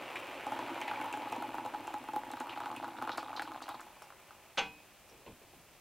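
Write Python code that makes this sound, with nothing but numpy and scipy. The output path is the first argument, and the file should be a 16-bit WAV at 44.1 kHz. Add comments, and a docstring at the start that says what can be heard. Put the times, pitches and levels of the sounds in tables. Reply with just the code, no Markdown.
"""Water poured from a kettle splats into a cloth coffee filter: trapped bubbles excite the modes of the mug.
The hot enamel kettle sizzles as random clicks of collapsing steam; its spout spits ringing bubbles and spray.
The last drops fall, then the kettle clanks on the stove grate: chatter excites its shell and the table.
Its handle ticks and knocks softly as filtered noise bursts, in the quiet air of a camper van."""
import sys
import numpy as np
from scipy import signal
from scipy.fft import rfft, irfft
from scipy.io import wavfile

SR = 44100
rng = np.random.default_rng(int(sys.argv[2]) if len(sys.argv) > 2 else 0)


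def transcribe(u):
    """Save the signal u as a 16-bit wav file named by the first command-line argument.

    u: samples, shape (n,) or (channels, n), limited to [-1, 1]; the rate is SR.
    q: integer samples, one column per channel.
    """
    v = np.clip(np.atleast_2d(u).T, -1, 1)
    q = np.round(v * 32767).astype(np.int16)
    wavfile.write(sys.argv[1], SR, q)


N = 256062

# largest lumps of water landing in the filter, then the last drips: (t/s, level/dB)
LUMPS = [(0.467, -36), (0.521, -36.5), (0.591, -37.5), (0.88, -40.5), (0.913, -37), (1.014, -42),
         (1.043, -40.5), (1.062, -38.5), (1.173, -40), (1.326, -36.5), (1.363, -37), (1.425, -35.5),
         (1.543, -39), (1.583, -38.5), (1.661, -39.5), (1.746, -39.5), (1.877, -39.5), (1.941, -36),
         (2.087, -39.5), (2.135, -37.5), (2.162, -32), (2.37, -46), (2.406, -39), (2.495, -44.5),
         (2.575, -40.5), (2.636, -42.5), (2.659, -40), (2.844, -42), (3.024, -35.5), (3.075, -38.5),
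         (3.094, -35.5), (3.181, -35.5), (3.331, -43.5), (3.396, -37.5), (3.421, -41), (3.691, -40),
         (3.797, -49), (3.814, -50.5), (3.969, -57), (4.02, -51.5), (4.104, -54), (4.124, -58.5),
         (4.308, -54), (4.447, -65.5)]
# the kettle's base chattering on the grate: (t/s, force/dB)
GRATE_CONTACTS = [(4.574, -3), (4.578, 5), (4.582, 5), (4.586, 5), (4.588, 4.5), (4.593, 4.5), (4.601, -30)]
# modes of the mug: (f/Hz, relative level/dB, t60/s)
MUG_MODES = [(520, -5.5, 0.12), (742, -44, 0.14), (859, 4.5, 0.12), (906, -1, 0.074), (944, -3, 0.12)]
# modes of the kettle's enamel shell: (f/Hz, relative level/dB, t60/s)
SHELL_MODES = [(301, -54, .9), (458, -44, .39), (772, -45, .41), (801, -37, .2), (855, -40, .23),
               (971, -40, .3), (1140, -43, .22), (1400, -45, .22), (1527, -38, .23), (2053, -42, .24),
               (2170, -42, .18), (2295, -43, .2), (2413, -40, .28), (2520, -39.5, .54), (2731, -38, .17),
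               (2853, -49, .35), (3036, -35, .12), (3341, -40, .23), (3623, -47, .17), (3978, -52, .33),
               (4290, -52, .2), (4522, -51, .18), (5263, -62, .42), (6239, -44, .12), (7320, -60, .23)]
# spectrum of the low gulp of water: (f/Hz, relative level/dB)
GULP_SPECTRUM = [(50, -58), (114, -3.5), (150, -18), (195, -17.5), (250, 3), (335, 4.5), (440, -19),
                 (1200, -30.5), (5000, -93)]
# spectrum of the splash: (f/Hz, relative level/dB)
SPLASH_SPECTRUM = [(70, -49), (400, -3), (650, 5.5), (1150, 3), (1500, 1), (1850, -4.5), (2500, -3.5),
                   (4200, -3), (5200, -10.5), (15000, -24)]
# spectrum of fine spray: (f/Hz, relative level/dB)
SPRAY_SPECTRUM = [(2500, -18), (7000, 13.5), (15500, 10)]
# spectrum of the table's boom: (f/Hz, relative level/dB)
TABLE_SPECTRUM = [(20, -11), (70, -4.5), (170, -2.5), (300, -6), (900, -51)]


def amp(db):
    """Level to amplitude ratio: 20 dB is a factor of ten."""
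    return 10 ** (np.asarray(db) / 20)


def evened(x):
    """Normalizes mean power: scales to rms 1."""
    return x / np.sqrt(np.mean(x ** 2) + 1e-20)


def sized(x):
    """Normalizes energy: scales a short sound to that of 20 ms at rms 1."""
    return x / np.sqrt(np.sum(x ** 2) / (.02 * SR) + 1e-20)


def read(points, hz):
    """Interpolates a spectrum linearly on a log-frequency axis."""
    f, value = np.transpose(points)
    return np.interp(np.log(hz + 1), np.log(f + 1), value)


def follow(rows, axis=1):
    """Envelope: gain over time, interpolated linearly in dB."""
    rows = np.array(rows)
    return amp(np.interp(np.arange(N) / SR, rows[:, 0], rows[:, axis]))


def add(mix, s, sound):
    """Superposition: adds a sound into the mix from time s."""
    part = mix[max(round(s * SR), 0):][:len(sound)]
    part += sound[:len(part)]


def through(x, response):
    """Linear filtering: convolves with an impulse response."""
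    return signal.fftconvolve(x, response)[:len(x)]


def colour(points, size=4096):
    """Minimum phase: a causal impulse response whose phase follows from its log spectrum."""
    log_gain = np.log(amp(read(points, abs(np.fft.fftfreq(size, 1 / SR)))))
    log_response = np.conj(signal.hilbert(log_gain))
    return np.fft.ifft(np.exp(log_response)).real[:size // 2]


def ring(modes, size=6000):
    """Modal superposition: a sum of exponentially decaying sinusoids."""
    t = np.arange(size) / SR
    return sum(amp(db - 60 * t / t60) * np.sin(2 * np.pi * hz * t) for hz, db, t60 in modes)


def impact(scatter, fade_s, size=6000):
    """Impulsive excitation: one sharp push, then a decaying scatter of smaller ones."""
    spray = rng.standard_normal(size) * np.exp(-np.arange(size) / SR / fade_s)
    drive = scatter * spray / np.linalg.norm(spray)
    drive[0] -= 1
    return drive


def grains(per_s, spread_db):
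    """Random point process: clicks of uneven size and random sign."""
    size = amp(spread_db * np.minimum(rng.exponential(1, N), 4))
    return size * rng.choice([-1, 1], N) * (rng.random(N) < per_s / SR)


def plop(hz, cycles, size=1500):
    """Bubble resonance: a trapped bubble oscillates for a few quickly decaying cycles."""
    turns = hz * np.arange(size) / SR
    return np.exp(-turns / cycles) * np.cos(2 * np.pi * turns)


def air():
    """Partial coherence: the van's quiet, alike in both ears at most pitches, under a faint wide hiss."""
    # (f/Hz, relative level/dB)
    spectrum = [(15, -43), (25, -0.5), (77, 1), (267, -3), (378, -8), (421, -7), (741, -9.5), (826, -24),
                (1340, -12), (2560, -6.5), (4500, -12), (15500, -16)]
    # left-right correlation: (f/Hz, coefficient/1)
    likeness = [(60, 0.71), (400, 0.64), (1400, 1), (2800, 0.99), (6800, 0.011)]
    hz = np.fft.rfftfreq(N, 1 / SR)
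    shared, apart = rfft(rng.standard_normal((2, N))) * amp(read(spectrum, hz))
    same = np.clip(read(likeness, hz), 0, 1)
    side = apart * np.sqrt((1 - same) / (1 + same))
    return amp(-62) * evened(irfft([shared + side, shared - side], N))


def cabin(x, wet_db, t60):
    """Reverberation: short, bright reflections from the close walls and windows, thin in the bass."""
    t = np.arange(SR // 3) / SR
    taps = rng.standard_normal(len(t)) * (t > .004) * amp(-60 * t / t60)
    walls = colour([(200, -12.5), (3000, 4), (10000, 1)])
    tail = through(taps / np.linalg.norm(taps), walls)
    return x + amp(wet_db) * through(x, tail)


def lug():
    """Friction excites a resonance: the wire handle ticks in its lug, a faint, bright scrape on enamel."""
    # (t/s, level/dB, f/Hz)
    scrape = (5.097, -66, 5700)
    out, (s, db, hz) = np.zeros(N), scrape
    drive = impact(scatter=3, fade_s=.02)
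    add(out, s, amp(db) * sized(through(drive, plop(hz, cycles=8))))
    return out


def handle():
    """Impact coupling: dull knocks of the settling handle faintly ring the shell and thump the table."""
    # (t/s, level/dB, decay time constant/s)
    knocks = [(5.114, -59.5, 0.13), (5.263, -45.5, 0.027), (5.416, -56, 0.033), (5.533, -54.5, 0.017),
              (5.68, -70, 0.049)]
    # (f/Hz, relative level/dB)
    knock_spectrum = [(35, -20), (60, -30), (477, -0.5), (553, -9), (1080, -8), (1320, -44), (1450, -22),
                      (1840, -29), (2520, -17), (5000, -35), (6500, -71), (11000, -120)]
    out, t = np.zeros(N), np.arange(SR // 2) / SR
    knock, thump = colour(knock_spectrum), colour(TABLE_SPECTRUM)
    shell = sized(ring(SHELL_MODES, size=len(t)))
    rise = t / 0.033  # the thump peaks after 33 ms
    for s, db, fade_s in knocks:
        tap, shake = rng.standard_normal((2, len(t)))
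        add(out, s, amp(db) * evened(through(tap, knock)) * np.exp(-t / fade_s))
        add(out, s, amp(db - 3.0) * evened(through(shake, thump)) * rise * np.exp(-rise))
        add(out, s, amp(db - 29) * shell)
    return out


def swell(t, t60):
    """Incoherent addition: the energies of the grate contacts sum and decay; the peak is set to 1."""
    energy = sum((t >= s) * amp(db - 60 * np.maximum(t - s, 0) / t60) ** 2 for s, db in GRATE_CONTACTS)
    return np.sqrt(energy / energy.max())


def clank():
    """Repeated impact excites modes: the base chatters, the enamel shell rings and the table booms."""
    # (f/Hz, relative level/dB)
    chatter_spectrum = [(35, -58), (60, -30), (219, -28), (448, -5), (711, -11.5), (798, -0.5), (1050, -9),
                        (1560, -9), (1830, -12.5), (2980, -6.5), (3660, -15.5), (6380, -26.5), (15000, -58)]
    start = GRATE_CONTACTS[0][0]
    out, t = np.zeros(N), start + np.arange(SR) / SR
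    crack, rattle, boom = rng.standard_normal((3, SR))
    drive = amp(-24.5) * crack * swell(t, t60=.028)
    drive += amp(-35) * rattle * swell(t, t60=.23)
    body = colour(chatter_spectrum)
    chatter = through(drive, body / np.linalg.norm(body))
    shell = 0
    for hz, db, t60 in SHELL_MODES:
        phase = rng.random()  # in cycles
        shell = shell + amp(db) * swell(t, t60) * np.sin(2 * np.pi * (hz * t + phase))
    table = evened(through(boom, colour(TABLE_SPECTRUM))) * swell(t, t60=0.6)
    add(out, start, chatter + amp(-0.5) * shell + amp(-51.5) * table)
    return out


def heat():
    """Exponential cooling: the sizzle's gain is steady, then sinks towards a faint simmer."""
    hot_db, hot_until_s, cooling_db, cooling_s = -45.5, 0.76, 26.5, 3.7
    cooled = 1 - np.exp(-np.maximum(np.arange(N) / SR - hot_until_s, 0) / cooling_s)
    return amp(hot_db - cooling_db * cooled)


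def fizz():
    """Independent random grains per ear: droplets and steam prickle to either side, easing with the heat."""
    prickle = [evened(through(grains(per_s=350, spread_db=10), colour(SPRAY_SPECTRUM))) for ear in range(2)]
    return amp(-45.5) * np.sqrt(heat()) * np.array(prickle)


def sizzle():
    """Shot noise: countless steam bubbles collapse in the kettle, dying down as it cools."""
    # (f/Hz, relative level/dB)
    steam_spectrum = [(40, -34), (180, -10.5), (280, -6.5), (370, 6.5), (440, -0.5), (520, 6), (850, 5.5),
                      (1600, -1), (2000, -2), (2400, 1), (2900, -3), (4000, -14.5), (6000, -22.5),
                      (15000, -30.5)]
    return heat() * evened(through(grains(per_s=3000, spread_db=3.0), colour(steam_spectrum)))


def tick():
    """Impulsive excitation of a droplet: fine spray ticks on the rim, each with its own brightness."""
    centre_hz, log_spread = 7400, 0.62
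    droplet = plop(centre_hz * np.exp(log_spread * rng.uniform(-1, 1)), cycles=0.6)
    drive = impact(scatter=0.75, fade_s=0.0032)
    return sized(through(through(drive, droplet), colour(SPRAY_SPECTRUM)))


def spits():
    """Bubble resonance: each bubble pops and fizzes around its own pitch, with a tick of fine spray."""
    # spits of steam and bursting bubbles; the last two rows are spray ticks among the final drips, with a faint
    # spit: (t/s, level/dB, f/Hz, spray level/dB)
    bursts = [(0.1562, -41, 2310, -64), (0.8147, -42, 2370, -57.5), (0.8783, -42, 2430, -76),
              (0.9582, -46.5, 2330, -80), (1.013, -46.5, 2240, -62.5), (1.127, -47.5, 2660, -56),
              (1.3237, -48, 2500, -58), (1.872, -54, 2720, -60), (2.3155, -60, 3920, -58.5),
              (2.402, -55, 2660, -56.5), (2.494, -48, 2920, -78), (2.5248, -50.5, 2500, -75),
              (2.7636, -49.5, 2550, -60), (3.117, -48.5, 3820, -80), (3.1755, -50.5, 4540, -56),
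              (3.364, -47.5, 4130, -73), (3.421, -55, 4360, -57.5), (3.6235, -54, 4370, -61.5),
              (3.69, -56, 3700, -59), (3.807, -64, 6950, -64), (4.022, -64, 5450, -64)]
    # spectrum of a spit: (multiple of its pitch/1, relative level/dB)
    spit_spectrum = [(0.17, -47), (0.7, -8), (1.0, 0), (1.3, -8.5), (2.0, -27), (5.0, -42)]
    out = np.zeros(N)
    for s, db, hz, spray_db in bursts:
        bubble = colour([(hz * multiple, level) for multiple, level in spit_spectrum])
        burst = sized(through(impact(scatter=10, fade_s=.015), bubble))
        pop = sized(through(plop(hz, cycles=9.3, size=len(burst)), bubble))
        add(out, s, amp(db) * sized(burst + amp(-4.5) * pop))
        add(out, s, amp(spray_db) * tick())
    return out


def shares():
    """Energy partition: early the mug rings most; as it fills and the filter soaks, splashing takes over."""
    # (t/s, splash over ring level/dB)
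    splashiness = [(0.0, -12), (0.9, -5), (1.5, -8), (2.15, -8), (2.55, -1), (3.05, -1.5), (3.45, 2),
                   (4.3, 6)]
    ratio = follow(splashiness)
    return np.array([np.ones(N), ratio]) / np.sqrt(1 + ratio ** 2)


def stream():
    """Source strength: gain of the stream over time; the filter has drained when the kettle lands."""
    # (t/s, level/dB)
    flow_curve = [(0.0, -51.5), (0.41, -53.5), (0.55, -44.5), (1.4, -44), (2.0, -50), (2.65, -45.5),
                  (3.5, -46), (3.75, -49), (3.95, -66.5), (4.5, -73)]
    return follow(flow_curve) * (np.arange(N) / SR < GRATE_CONTACTS[0][0])


def trickle(count=16):
    """Bubble resonance: small drops trap bubbles of many sizes and keep the mug gurgling."""
    drops = sum(through(grains(per_s=5, spread_db=1.8), plop(hz, cycles=1))
                for hz in np.geomspace(600, 1200, count))
    bubbles = sum(through(grains(per_s=12, spread_db=2.4), plop(hz, cycles=1.7))
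                  for hz in np.geomspace(750, 4200, count))
    gurgle = amp(-6.5) * evened(through(grains(per_s=190, spread_db=3.5), colour(GULP_SPECTRUM)))
    hollow = amp(-4) * evened(through(drops, ring(MUG_MODES))) + gurgle
    splash = amp(-1.5) * evened(through(bubbles, colour(SPLASH_SPECTRUM)))
    ringing, splashing = shares()
    return stream() * (ringing * hollow + splashing * splash)


def small_lumps(count=120):
    """Jet breakup: the stream breaks into lesser lumps at a loose, steady pace: (s, gain)."""
    per_s, level_db, spread_db = 16, 0.5, 2.5  # levels relative to the stream
    times = (np.arange(count) + rng.random(count)) / per_s
    sizes = amp(level_db + spread_db * rng.standard_normal(count))
    flow, first, last = stream(), LUMPS[0][0], GRATE_CONTACTS[0][0]
    return [(s, size * flow[int(s * SR)]) for s, size in zip(times, sizes) if first < s < last]


def splats():
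    """Impact and resonance: each lump plops into wet cloth, rings the air in the mug and throws spray."""
    bubble_hz, log_spread = 1223, 0.17  # the bubble that a splash traps; sizes vary at random
    mug_wander = 0.031  # the sagging cloth detunes the mug a little for every lump
    gulp_db, spray_db, spray_spread_db = -13, -28, 3  # gulp under the ring, spray under the whole splat
    out, share = np.zeros(N), shares()
    slap, gulp = colour(SPLASH_SPECTRUM), colour(GULP_SPECTRUM)
    for s, gain in [(s, amp(db)) for s, db in LUMPS] + small_lumps():
        ringing, splashing = gain * share[:, int(s * SR)]
        drive = impact(scatter=.6, fade_s=.008)
        low, high = np.exp(log_spread * rng.standard_normal(2))
        detune = 1 + mug_wander * rng.uniform(-1.01, 1)
        mug = through(ring([(hz * detune, db, t60) for hz, db, t60 in MUG_MODES]), slap)
        low_plop = through(drive, plop(880 * low, cycles=0.38))
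        high_plop = through(drive, plop(bubble_hz * high, cycles=1.18))
        add(out, s, ringing * sized(through(low_plop, mug)))
        add(out, s, splashing * sized(through(high_plop, slap)))
        add(out, s, ringing * amp(gulp_db) * sized(through(drive, gulp)))
        add(out, s, gain * amp(spray_db + spray_spread_db * rng.standard_normal()) * tick())
    return out


def scene():
    """Superposition: water and steam reverberate in the cabin; the other sources add directly."""
    water = cabin(sizzle() + trickle() + splats() + spits(), wet_db=-9.0, t60=0.15)
    return water + fizz() + clank() + handle() + lug() + air()


def record(dry):
    """Band limiting: the recorder's linear-phase low-pass filter."""
    edge_hz = 15830
    lowpass = signal.firwin(801, edge_hz, window=("kaiser", 9), fs=SR)
    return signal.oaconvolve(dry, lowpass[None], "same", axes=1)


dry = scene()
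out = record(dry)
transcribe(out)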